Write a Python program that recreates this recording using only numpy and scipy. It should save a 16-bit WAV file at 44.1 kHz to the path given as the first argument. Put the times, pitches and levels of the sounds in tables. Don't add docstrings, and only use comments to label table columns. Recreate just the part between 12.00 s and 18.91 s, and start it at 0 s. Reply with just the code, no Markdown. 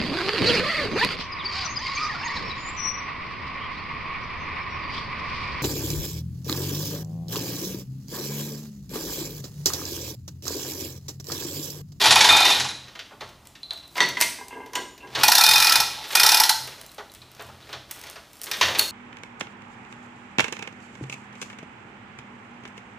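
import sys
import numpy as np
from scipy import signal
from scipy.fft import rfft, irfft, next_fast_len
from scipy.io import wavfile

SR = 44100
rng = np.random.default_rng(int(sys.argv[2]) if len(sys.argv) > 2 else 0)


def linear_from_db(decibels):
    return 10 ** (np.asarray(decibels, float) / 20)


def master(y):
    cut = np.clip(np.atleast_2d(y).T, -1, 1)
    pcm = np.round(cut * 32767)
    wavfile.write(sys.argv[1], SR, pcm.astype(np.int16))


N = 304731
TIME = np.arange(N) / SR
DECADES = np.log(1000)
CONTACT_EDGES = 1500, 6500, 19000
THUD_TOP_HZ, BODY_TOP_HZ, TREBLE_TOP_HZ = CONTACT_EDGES


def colour(x, table):
    hz, db = np.transpose(table)
    size = next_fast_len(N)
    bins = np.arange(size // 2 + 1) * SR / size + 1
    gain = linear_from_db(np.interp(np.log(bins), np.log(hz), db))
    return irfft(rfft(x, size) * gain, size)[..., :N]


def band(x, lo_hz, hi_hz, order=3):
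    return signal.sosfilt(signal.butter(order, [lo_hz, hi_hz], "band", fs=SR, output="sos"), x)


def ring(x, modes):
    out = 0
    for k, (hz, db, t60) in enumerate(modes):
        pole = np.exp((2j * np.pi * hz - DECADES / t60) / SR)
        out = out + (-1) ** k * linear_from_db(db) * signal.lfilter([1], [1, -pole], x).imag
    return out


def bursts(s, db, t60, hold=0.):
    t = np.arange(SR // 4) / SR
    out = np.zeros(N + len(t))
    noise = rng.standard_normal((len(s), len(t)))
    fades, holds, _ = np.broadcast_arrays(t60, hold, s)
    for at, gain, fade, stay, n in zip(s, linear_from_db(db), fades, holds, noise):
        start = int(at * SR)
        decay = np.exp(-DECADES * np.maximum(t - stay, 0) / max(fade, .002))
        out[start:start + len(t)] += gain * n * decay
    return out[:N]


def taps(s, db):
    out = np.zeros(N)
    out[(np.asarray(s) * SR).astype(int)] = linear_from_db(db)
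    return out


def grit(per_s, spread_db):
    size_db = spread_db * np.minimum(rng.exponential(size=N), 3)
    x = (rng.random(N) < per_s / SR) * rng.standard_normal(N) * linear_from_db(size_db)
    return x / np.std(x)


def swells(s, db, rise, fall):
    coarse = TIME[::64]
    ahead = np.asarray(s)[:, None] - coarse
    slope = np.where(ahead > 0, np.reshape(rise, (-1, 1)), np.reshape(fall, (-1, 1)))
    gain = linear_from_db(np.reshape(db, (-1, 1)) - slope * np.abs(ahead)).max(axis=0)
    return np.interp(TIME, coarse, gain)


def pocket_drops():
    # t/s, peak level/dB, housing thud level/dB, treble level/dB
    drops = [(0.0144, -21.5, 1, -43), (0.0393, -1.5, -14, -33), (0.0573, 2, -16, -32),
             (0.1074, 5.5, -9, -28), (0.1214, 4.5, -8, -55), (0.1574, 2, -8.5, -8.5),
             (0.2074, 5.5, -15, -25), (0.2444, 2.5, -7, -17), (0.2877, 3, -17, -25.5),
             (0.3044, -22, 9, -24), (0.3244, -20.5, 3.5, 9), (0.3664, 2, -14, -11), (0.3844, -10, -10, -13),
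             (0.4044, -3.5, -1.5, -7), (0.4519, -0.5, -8, -12), (0.5033, -3, -9, -20),
             (0.5204, -12, -38, -8), (0.5594, -26, -14, -30), (0.5994, -3.5, -24, -50),
             (0.6444, -11, -6, -31), (0.6864, -15, -25, -21)]
    s, db, thud_db, top_db = np.transpose(drops)
    body = bursts(s, db - 13, 0.086, hold=0.0052) + taps(s, db - 4.0)
    thud = bursts(s, db + thud_db - 2.5, 0.0087, hold=0.0088)
    top = bursts(s, db + top_db - 7.5, 0.012, hold=0.0013) + taps(s, db + top_db + 3.0)
    return thud, body, top


def pawl():
    # t/s, peak level/dB
    teeth = [
        [(3.234, 1), (3.2814, 0), (3.3184, -0.5), (3.3513, -1.5), (3.3807, -2), (3.4096, -2.5), (3.4371, -1),
         (3.463, -4), (3.4885, -3), (3.5114, -3.5), (3.5344, -5), (3.5578, -3.5), (3.5798, -5), (3.6012, -4),
         (3.6237, -3.5), (3.6451, -5), (3.6686, -4.5), (3.6934, -5.5), (3.7214, -3), (3.7554, -3),
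         (3.8013, -5.5)],
        [(4.152, 0.5), (4.1974, -1.5), (4.2328, -0.5), (4.2627, -1), (4.2901, -2.5), (4.3176, -2.5),
         (4.3445, -2.5), (4.3705, -6.5), (4.3999, -1), (4.4358, -4), (4.4932, -2)],
    ]
    # gap since last tooth t/s, thud level/dB
    fall_thud = [(0.023, -29), (0.031, -8.5), (.045, -12)]
    s, db = np.transpose(teeth[0] + teeth[1])
    thud_db = np.interp(np.diff(s, prepend=0), *np.transpose(fall_thud))
    snap = bursts(s, db - 11.0, 0.049, hold=0.003) + taps(s, db - 4.0)
    snap += bursts(s + 0.0155, db - 12.5 - 6, 0.036, hold=0.0027)
    frame = band(bursts(s, db - 32.5, 0.11, hold=0.006), 190, 610, order=2)
    chatter = band(bursts(s, db - 30.0, 0.038, hold=0.0031), 1400, TREBLE_TOP_HZ)
    thud = bursts(s + 0.0004, db + thud_db - 8, 0.037, hold=0.0028)
    return thud, band(snap, 1170, TREBLE_TOP_HZ), frame, chatter


def cover_boom():
    # t/s, peak level/dB
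    jolts_down = [(0.014, -24), (0.033, -19), (0.056, -9.5), (0.08, -17), (0.109, -13.5), (0.158, -14),
                  (0.2, -12.5), (0.225, -19), (0.245, -12), (0.288, -13), (0.324, -11), (0.344, -10),
                  (0.367, -16.5), (0.387, -20), (0.405, -10), (0.453, -13.5), (0.502, -19), (0.56, -29),
                  (0.604, -22.5), (0.653, -24)]
    jolts_up = [(3.237, -11), (3.284, -7.5), (3.32, -13.5), (3.355, -16.5), (3.383, -13), (3.412, -14),
                (3.438, -21), (3.48, -19), (3.514, -19.5), (3.539, -16), (3.559, -21), (3.583, -23),
                (3.607, -36), (3.629, -28), (3.65, -22), (3.672, -18), (3.732, -21), (3.756, -16),
                (3.8, -16.5), (3.87, -27), (3.975, -31), (4.005, -32.5)]
    jolts_last = [(4.151, -16), (4.2, -24), (4.217, -18), (4.243, -20), (4.266, -18.5), (4.291, -27),
                  (4.32, -13), (4.345, -18), (4.382, -17.5), (4.402, -12.5), (4.438, -18), (4.497, -16.5)]
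    # f/Hz, level/dB, t60/s
    cover_tones = [(737, -8.5, 0.052), (805, -4.5, 0.051), (866.6, -0.5, 0.05), (898, -3.5, 0.042),
                   (958, -3.5, 0.046)]
    s, db = np.transpose(jolts_down + jolts_up + jolts_last)
    return ring(band(taps(s, db - 3.5), 500, 1570, order=1), cover_tones)


def wheel_song(grains):
    # t/s, peak level/dB
    sings = [
        [(.05, -33.5), (.162, -27), (.303, -22.5), (.345, -29), (.385, -26), (.51, -34), (3.24, -27),
         (3.42, -31), (3.447, -29.5), (3.512, -28), (3.56, -27), (3.62, -26.5), (3.68, -29.5), (3.76, -31.5),
         (4.17, -31), (4.21, -32), (4.29, -34), (4.335, -33.5)],
        [(.06, -17.5), (.112, -24), (.16, -20), (.213, -23.5), (.25, -19), (.292, -15.5), (.37, -22),
         (.42, -16), (.456, -17), (.51, -28), (3.372, -17), (3.447, -19), (3.512, -16), (3.567, -26),
         (3.62, -25), (3.685, -25), (3.76, -25), (4.175, -27), (4.243, -21), (4.28, -30), (4.33, -23)],
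        [(.06, -24), (.17, -25), (.31, -21.5), (.35, -23), (.4, -22.5), (3.4, -24.5), (3.48, -33), (3.57, -25),
         (3.62, -36), (3.71, -26), (3.82, -34), (4.25, -22.5), (4.3, -42), (4.35, -34)],
        [(.07, -27), (.13, -27), (.22, -24), (.3, -22), (.38, -25), (.43, -23), (.53, -23), (.55, -27),
         (.61, -33), (.69, -31.5), (.75, -41)],
    ]
    # f/Hz, level/dB, t60/s
    wheel_tones = [
        [(2458, 7, 0.13)],
        [(3637, -2, 0.11), (3606, -11, .06), (4150, -8, 0.01)],
        [(1338, 0, 0.07)],
        [(3810, 0, .04), (4015, 1, .05), (4175, -2, .035)],
    ]
    out = 0
    for events, modes in zip(sings, wheel_tones):
        s, db = np.transpose(events)
        rub = swells(s, db, 899, 248) * linear_from_db(-28.5) * grains
        out = out + ring(rub + taps(s, db + 4), modes)
    return band(out, 450, 4430, order=2)


def lurch():
    knots = np.arange(0, N / SR + 1, 1 / 14)
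    return 2.5 * np.interp(TIME, knots, rng.standard_normal(512)[:len(knots)])


def running():
    hauls = [
        (0.008, 0.44, 0.6, -10.5),
        (3.212, 3.76, 4.05, -23),
        (4.13, 4.35, 4.42, -19.5),
    ]
    rise_db_s, fall_db_s, coast_db = 1497.5, 236, -6
    gain = 0
    for start, ease, stop, db in hauls:
        rise = rise_db_s * np.maximum(start - TIME, 0)
        coast = np.interp(TIME, [ease, stop], [0, coast_db])
        fall = fall_db_s * np.maximum(TIME - stop, 0)
        gain = gain + linear_from_db(db - rise + coast - fall)
    return gain


def hoist():
    # f/Hz, level/dB
    rattle_tone = [(150, -20.5), (370, -7), (600, -9.5), (1150, -4.5), (1500, -7), (4000, 3.5), (8500, -16),
                   (13000, -14), (14600, -38)]
    # f/Hz, level/dB, t60/s
    housing_tones = [(776, -19, 0.079), (825, -6.5, 0.0077), (871, 3.5, 0.045), (936, 2, 0.029),
                     (1300, -38, 0.011), (1333, -3.5, 0.027), (1973, -5, 0.025), (3070, -48, 0.023),
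                     (5300, -31, 0.036)]
    pawl_tones = [(4270, 5, 0.005), (4945, -1.5, 0.02), (5330, 6.5, 0.0044), (6550, -7, 0.0074),
                  (7300, -31, 0.0067), (9700, -18.5, 0.029), (10460, -10.5, 0.016), (10860, -11.5, 0.028),
                  (12260, -0.5, 0.0043), (12900, -28, 0.015)]
    drop_thud, body, top = pocket_drops()
    pawl_thud, snap, frame, chatter = pawl()
    grains = grit(4200, 2.0)
    rattle = colour(running() * linear_from_db(lurch() - 6.5) * grains, rattle_tone)
    knock = band(drop_thud + pawl_thud, 677, 1120) + band(body, THUD_TOP_HZ, BODY_TOP_HZ)
    housing = ring(knock + linear_from_db(0.5) * rattle + linear_from_db(7.0) * snap, housing_tones)
    pin_drive = band(body + rattle, 9600, 15000)
    pin = linear_from_db(-34.5) * ring(pin_drive, [(10790, -6.5, 0.067), (10950, -3.5, 0.05)])
    clatter = knock + rattle + frame + cover_boom()
    clatter += band(top, BODY_TOP_HZ, 12700, order=2)
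    clatter += linear_from_db(-2.5) * colour(snap, [(1000, -1), (3000, 1.5), (4500, 0.5), (16000, -1.5)])
    clatter += linear_from_db(-36.0) * housing + ring(chatter, pawl_tones) + linear_from_db(-6.0) * pin
    return clatter, wheel_song(grains)


def link_contacts():
    # t/s, peak level/dB, thud level/dB
    knocks = [(0.8812, -31, -9), (0.9523, -26.5, -7.5), (0.9914, -21, -13.5), (1.109, -51, 20.5),
              (1.2075, -23, 0), (1.5524, -32, -21), (1.7085, -30, -1), (1.828, -38, -3), (1.955, -22, -7),
              (1.9657, -23.5, 6.5), (2.0278, -11, -25), (3.071, -35.5, -10), (3.152, -9, -4),
              (4.041, -21, -23), (4.105, -18, -12), (4.718, -31.5, -6), (4.9814, -26, 3.5),
              (5.149, -36, -19), (5.2188, -36.5, -7), (5.3948, -28, 3.5), (5.6915, -31, -1),
              (5.7284, -19.5, -5), (6.1569, -28, -0.5), (6.4671, -23.5, -3), (6.5339, -15, -15),
              (6.6116, 0, -12), (6.628, -4.5, -12), (6.654, -15, -19), (6.6838, -12, -3),
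              (6.7487, -11, -8.5)]
    # t/s, peak level/dB, thud level/dB
    clinks = [(1.2895, -38, -6), (1.4538, -40, -5), (1.776, -36.5, -17), (1.968, -25, -20),
              (1.975, -24, -20), (2.088, -19.5, -26), (2.2035, -13, -4), (2.2209, -5, -34),
              (2.6606, -35.5, 1), (2.7326, -26.5, -1), (2.7543, -15, -23.5), (2.9778, -36.5, -13),
              (3.2001, -41, -5), (4.17, -10, -12), (4.6737, -24, -4), (4.7804, -37, -3),
              (5.4878, -45.5, 16), (6.0368, -28.5, -3.5), (6.0682, -32, -18), (6.5137, -11, -15),
              (6.5694, -28, -1)]
    # t/s, peak level/dB
    dry_ticks = [(1.4714, -34.5), (1.733, -36), (1.878, -41), (2.0605, -34.5), (2.2117, -4),
                 (2.4828, -31.5), (4.091, -32), (4.1257, -36), (4.8134, -31), (4.8637, -36), (4.9165, -38),
                 (4.946, -40), (5.118, -39), (5.138, -38), (5.149, -36.5), (5.41, -42), (5.467, -45),
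                 (5.316, -42), (5.3494, -41), (5.4227, -36), (5.911, -25), (5.9145, -24.5), (5.993, -39),
                 (6.014, -34), (6.0992, -34), (6.111, -37), (6.332, -39), (6.355, -43), (6.369, -43),
                 (6.4155, -24.5), (6.422, -36), (6.434, -30), (6.435, -31), (6.4405, -25.5), (6.444, -30),
                 (6.46, -30), (6.787, -13.5), (6.795, -3.5)]
    # peak level/dB, thud level/dB
    tick_thud = [(-21, -11), (-11, -54)]
    ticking = [(at, db, np.interp(db, *np.transpose(tick_thud))) for at, db in dry_ticks]
    s, db, thud_db = np.transpose(knocks + clinks + ticking)
    top_db = np.repeat([-29, -13, -2], [len(knocks), len(clinks), len(dry_ticks)])
    clatter_s = np.interp(top_db, [-22, 0], [.1, .008])
    thud = bursts(s, db + thud_db - 7.0, 0.61 * clatter_s, hold=0.27 * clatter_s)
    body = bursts(s, db - 8.5, clatter_s, hold=0.067 * clatter_s)
    edge = bursts(s, db + 0.45 * top_db - 1.5, 1.02 * clatter_s, hold=0.023 * clatter_s)
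    treble = bursts(s, db + top_db + 1.5, 0.0065 + 0.39 * clatter_s) + taps(s, db + top_db + 8.5)
    out = band(taps(s, db - 3.5), 1300, 6500, order=1)
    out += band(thud, 396, THUD_TOP_HZ, order=2)
    out += linear_from_db(0.6) * band(body, THUD_TOP_HZ, 4400)
    out += band(edge, 4620, BODY_TOP_HZ)
    return out, band(treble, BODY_TOP_HZ, TREBLE_TOP_HZ)


def scuffs():
    # t/s, peak level/dB, rise/(dB/s), fall/(dB/s), treble level/dB
    shifts = [(.7, -43, 105, 130, -23), (0.851, -52, 900, 81, -33), (1.211, -48, 902, 126, -8),
              (1.971, -54.5, 269, 297, 12), (2.215, -40, 794, 900, 19), (3.213, -26, 251, 703, -8),
              (3.93, -45, 298, 95, -22), (4.132, -37, 220, 422, 5), (4.6, -48, 617, 33, 1.5),
              (5.44, -52, 50, 46, -7), (5.73, -47, 83, 127, -7), (5.91, -47.5, 400, 34, -4),
              (6.08, -45.5, 81, 115, -15), (6.66, -37, 72, 106, 2.5), (6.794, -24, 900, 410, 1),
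              (6.84, -47, 500, 203, -35)]
    s, db, rise, fall, top_db = np.transpose(shifts)
    low = swells(s, db + 5.5, rise, fall) * band(grit(4000, 4.2), 304, 4660)
    high = swells(s, db + top_db - 4.0, rise, fall) * band(grit(2600, 1.5), 4560, TREBLE_TOP_HZ)
    return low, high


def chimes():
    # t/s, peak level/dB, pitch f/Hz
    touches = [
        (1.6321, -17, 4060),
        (1.708, -8, 4010),
        (2.752, -18, 6970),
        (3.1505, -10.5, 3720),
        (4.812, -31, 4020),
        (4.893, -33, 4000),
        (5.098, -32.5, 4000),
        (5.218, -28.5, 4000),
        (5.626, -34.5, 3880),
    ]
    # ratio to pitch, level/dB, t60/s
    link_tones = [(.91, 0.5, 0.0094), (0.965, -4, 0.04), (0.998, 3.5, 0.045), (1.0, -20, 0.28),
                  (1.036, -4.5, 0.035), (1.15, -7, 0.008), (2.14, -31, 0.031), (2.7, -25, 0.055)]
    out = np.zeros(N)
    for at, db, hz in touches:
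        start = int(at * SR)
        length = min(SR // 2, N - start)
        tap = band(taps([0], db - 13.0)[:length], 0.95 * hz, TREBLE_TOP_HZ, order=1)
        modes = [(min(hz * ratio, .45 * SR), gain_db, t60) for ratio, gain_db, t60 in link_tones]
        out[start:start + length] += ring(tap, modes)
    return out


def slack_chain():
    contacts, ticks = link_contacts()
    low_scuff, high_scuff = scuffs()
    return contacts + low_scuff + chimes(), ticks + high_scuff


def post_blows():
    # t/s, peak level/dB, brightness level/dB
    blows = [
        (1.9804, -16.5, -12),
        (2.0047, -6.5, -33),
        (2.17, -18.5, -22),
        (2.2123, -20, -1.5),
        (2.755, -20, -22),
    ]
    # f/Hz, level/dB, t60/s
    post_tones = [(259, -13, 0.092), (375, -14.5, 0.15), (460, -13, 0.092), (793, -5.5, 0.058),
                  (975, 1, 0.16), (1060, -2.5, 0.056), (1612, -7, 0.18), (1954, 6, 0.076), (2110, -3, 0.24),
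                  (2510, -10, 0.13), (3100, -5, 0.067), (3278, -1, 0.18), (4387, 4, .22), (6051, 3, 0.18)]
    # t/s, f/Hz, level/dB, t60/s
    favoured = [(1.957, 974, -35, 0.32), (1.9812, 2105, -21.5, 0.068), (1.9812, 987, -24, 0.16),
                (2.0047, 1963, -11.5, 0.051), (2.0047, 2140, -32, 0.27), (2.0047, 967, -30, 0.19),
                (2.0047, 3650, -9, .015), (2.0047, 6051, -24.5, 0.19), (2.0047, 4430, -23, 0.18),
                (2.0047, 3278, -25, 0.096), (2.0047, 3870, -31, 0.12), (2.0047, 5356, -33, 0.13),
                (2.17, 2012, -21, 0.063), (2.2122, 5230, -8, 0.0053), (2.2122, 9300, -16, 0.0066),
                (2.2112, 6100, -36, 0.26), (2.2112, 2101, -28.5, 0.39), (2.2112, 2580, -24, 0.12),
                (2.2112, 4910, -39, 0.17), (2.2112, 6920, -37, 0.15), (2.2112, 9490, -32, 0.1),
                (2.2112, 968, -30, 0.14), (2.2112, 1614, -40, 0.19), (2.735, 972, -38, 0.12),
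                (2.754, 980, -40, 0.12), (2.754, 2910, -22, 0.021), (2.754, 6970, -36, 0.14),
                (2.754, 8400, -37, 0.14), (2.754, 1646, -42, 0.27), (6.613, 1015, -13.5, 0.038)]
    s, peak_db, bright_db = np.transpose(blows)
    crash = band(bursts(s, peak_db - 6.0, 0.13), 790, 4350, order=2)
    soft = band(taps(s, peak_db - 18.5) + taps(s + 0.0059, peak_db - 56.0), 200, 2900, order=2)
    hard = band(taps(s, peak_db + bright_db - 19), 3000, 9000, order=2)
    crack = band(taps(s, peak_db + 2 * bright_db + 30), 1200, 7900, order=1)
    thump = band(bursts(s, peak_db - 11.5, 0.33, hold=0.004), 174, 590, order=2)
    spots = sum(ring(taps([at], 0), [mode]) for at, *mode in favoured)
    return ring(soft + hard, post_tones) + crack + thump + crash + band(spots, 530, 14000, order=2)


def post_scrape():
    # t/s, peak level/dB, rise/(dB/s), fall/(dB/s)
    strokes = [
        (2.398, -38, 712, 203),
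        (2.548, -32.5, 280, 90),
        (2.787, -28, 280, 448),
        (3.046, -35, 300, 204),
    ]
    # t/s, peak level/dB
    catches = [(2.386, -38), (2.41, -33.5), (2.507, -39), (2.527, -34), (2.57, -39), (2.603, -35),
               (2.635, -40), (2.765, -31.5), (2.775, -27.5), (2.79, -30.5), (3.029, -47.5), (3.048, -41)]
    # f/Hz, level/dB, t60/s
    damped_tones = [(258, -12, .09), (380, -10.5, 0.075), (458, -10, 0.046), (804, -5.5, 0.033),
                    (950, -0.5, 0.044), (1010, 0.5, 0.025), (1612, -12, 0.088), (2100, -8, 0.082)]
    # t/s, peak level/dB, length t/s
    squeals = [
        (2.505, -33.5, 0.045),
        (2.6, -44, 0.04),
        (3.003, -35.5, 0.028),
    ]
    drag_tone = [(200, -2.5), (450, 5.0), (1000, -2.0), (1600, 1.0), (2100, -11), (3500, -38)]  # f/Hz, level/dB
    drag = colour(swells(*np.transpose(strokes)) * linear_from_db(-30.5) * grit(2400, 3.0), drag_tone)
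    drag += band(taps(*np.transpose(catches)) * linear_from_db(1.0), 580, 2800, order=1)
    s, db, length = np.transpose(squeals)
    squeal = band(bursts(s, db - 29.0, 0.025, hold=length), 1560, 4400)
    return ring(drag, damped_tones) + ring(squeal, [(2730, 0.0081, 0.019)])


def hook():
    # f/Hz, level/dB, t60/s
    hook_tones = [(3640, -26, .13), (4362, -27, 0.4), (4290, -38, 0.3), (4330, -3, 0.025)]
    return ring(band(taps([6.793], -3.5), 1700, 7200, order=1), hook_tones)


def room(x):
    # f/Hz, t60/s
    fade_times = [(250, 0.62), (700, 0.41), (1500, 0.46), (4000, 0.53), (10000, 0.47)]
    t = np.arange(SR) / SR
    hz, t60 = np.transpose(fade_times)
    tail = np.zeros(SR)
    for f in 63.3 * 2 ** np.arange(9):
        octave = band(rng.standard_normal(SR), f / 2 ** .5, min(f * 2 ** .5, 18000))
        tail += octave * np.exp(-DECADES * t / np.interp(f, hz, t60))
    tail *= np.clip((t - .004) / 0.00086, 0, 1)
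    return signal.fftconvolve(x, tail / np.sqrt(np.sum(tail ** 2)))[:N]


def walls():
    # t/s, peak level/dB
    wall_tugs = [(.11, -28.5), (.31, -35), (.63, -33.5), (1.23, -46), (2.04, -42), (3.19, -35.5),
                 (3.5, -37), (3.8, -40.5), (4.25, -45), (4.6, -47.5), (5.22, -51), (5.45, -43.5),
                 (5.77, -48), (6.65, -30)]
    # f/Hz, level/dB, t60/s
    wall_tones = [(87.1, -5.5, 1), (128.1, -0.5, 0.72), (215, -3, 0.37)]
    x = ring(rng.standard_normal(N), wall_tones)
    shaking = swells(*np.transpose(wall_tugs), 209.5, 77) + linear_from_db(-64.5)
    return x / np.std(x) * shaking * linear_from_db(-11.0)


def air():
    # f/Hz, level/dB per Hz
    hush_tone = [(18, -32), (30, 2.5), (189, -3.5), (311, -2.5), (499, -13.5), (584, -7), (1250, -8),
                 (1720, -18.5), (2350, -14.5), (3980, -16), (16000, -24.5)]
    x = colour(rng.standard_normal(N), hush_tone)
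    return x / np.std(x) * linear_from_db(-58)


def scene():
    # f/Hz, level/dB
    room_tone = [(100, 2.5), (1000, -2), (5000, -3), (8000, -0.5), (15000, -7)]
    # f/Hz, level/dB
    stereo_width = [(40, -18.5), (110, -20), (300, -20), (700, -25.5), (1290, -28.5), (4400, -32.5),
                    (8120, -24.5), (15000, -14)]
    slack, ticks = slack_chain()
    clatter, wheel = hoist()
    ringing = linear_from_db(0.5) * (wheel + hook())
    far = clatter + slack + post_blows() + post_scrape()
    wet = colour(far + linear_from_db(0.5) * ticks + ringing, room_tone)
    direct = far + ticks + ringing
    mid = direct + linear_from_db(-3.0) * room(wet) + walls() + air()
    side = colour(linear_from_db(5) * room(wet) + air() + walls(), stereo_width)
    side += linear_from_db(-12) * np.gradient(direct)
    side += linear_from_db(-66.0) * band(rng.standard_normal(N), 4800, 16000, order=2)
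    side -= 0.03 * mid
    return np.array([linear_from_db(4.0) * mid + side, linear_from_db(4.0) * mid - side])


def low_pass(x):
    return signal.sosfilt(signal.butter(12, 16460, fs=SR, output="sos"), x)


def record(dry):
    # f/Hz, level/dB
    microphone = [(20, -20), (60, 1), (15400, -3.5), (15800, -71), (16400, -52)]
    held = dry / (1 + (dry / 1.25) ** 8) ** .125
    return low_pass(linear_from_db(0.06) * colour(held, microphone))


dry = scene()
out = record(dry)
master(out)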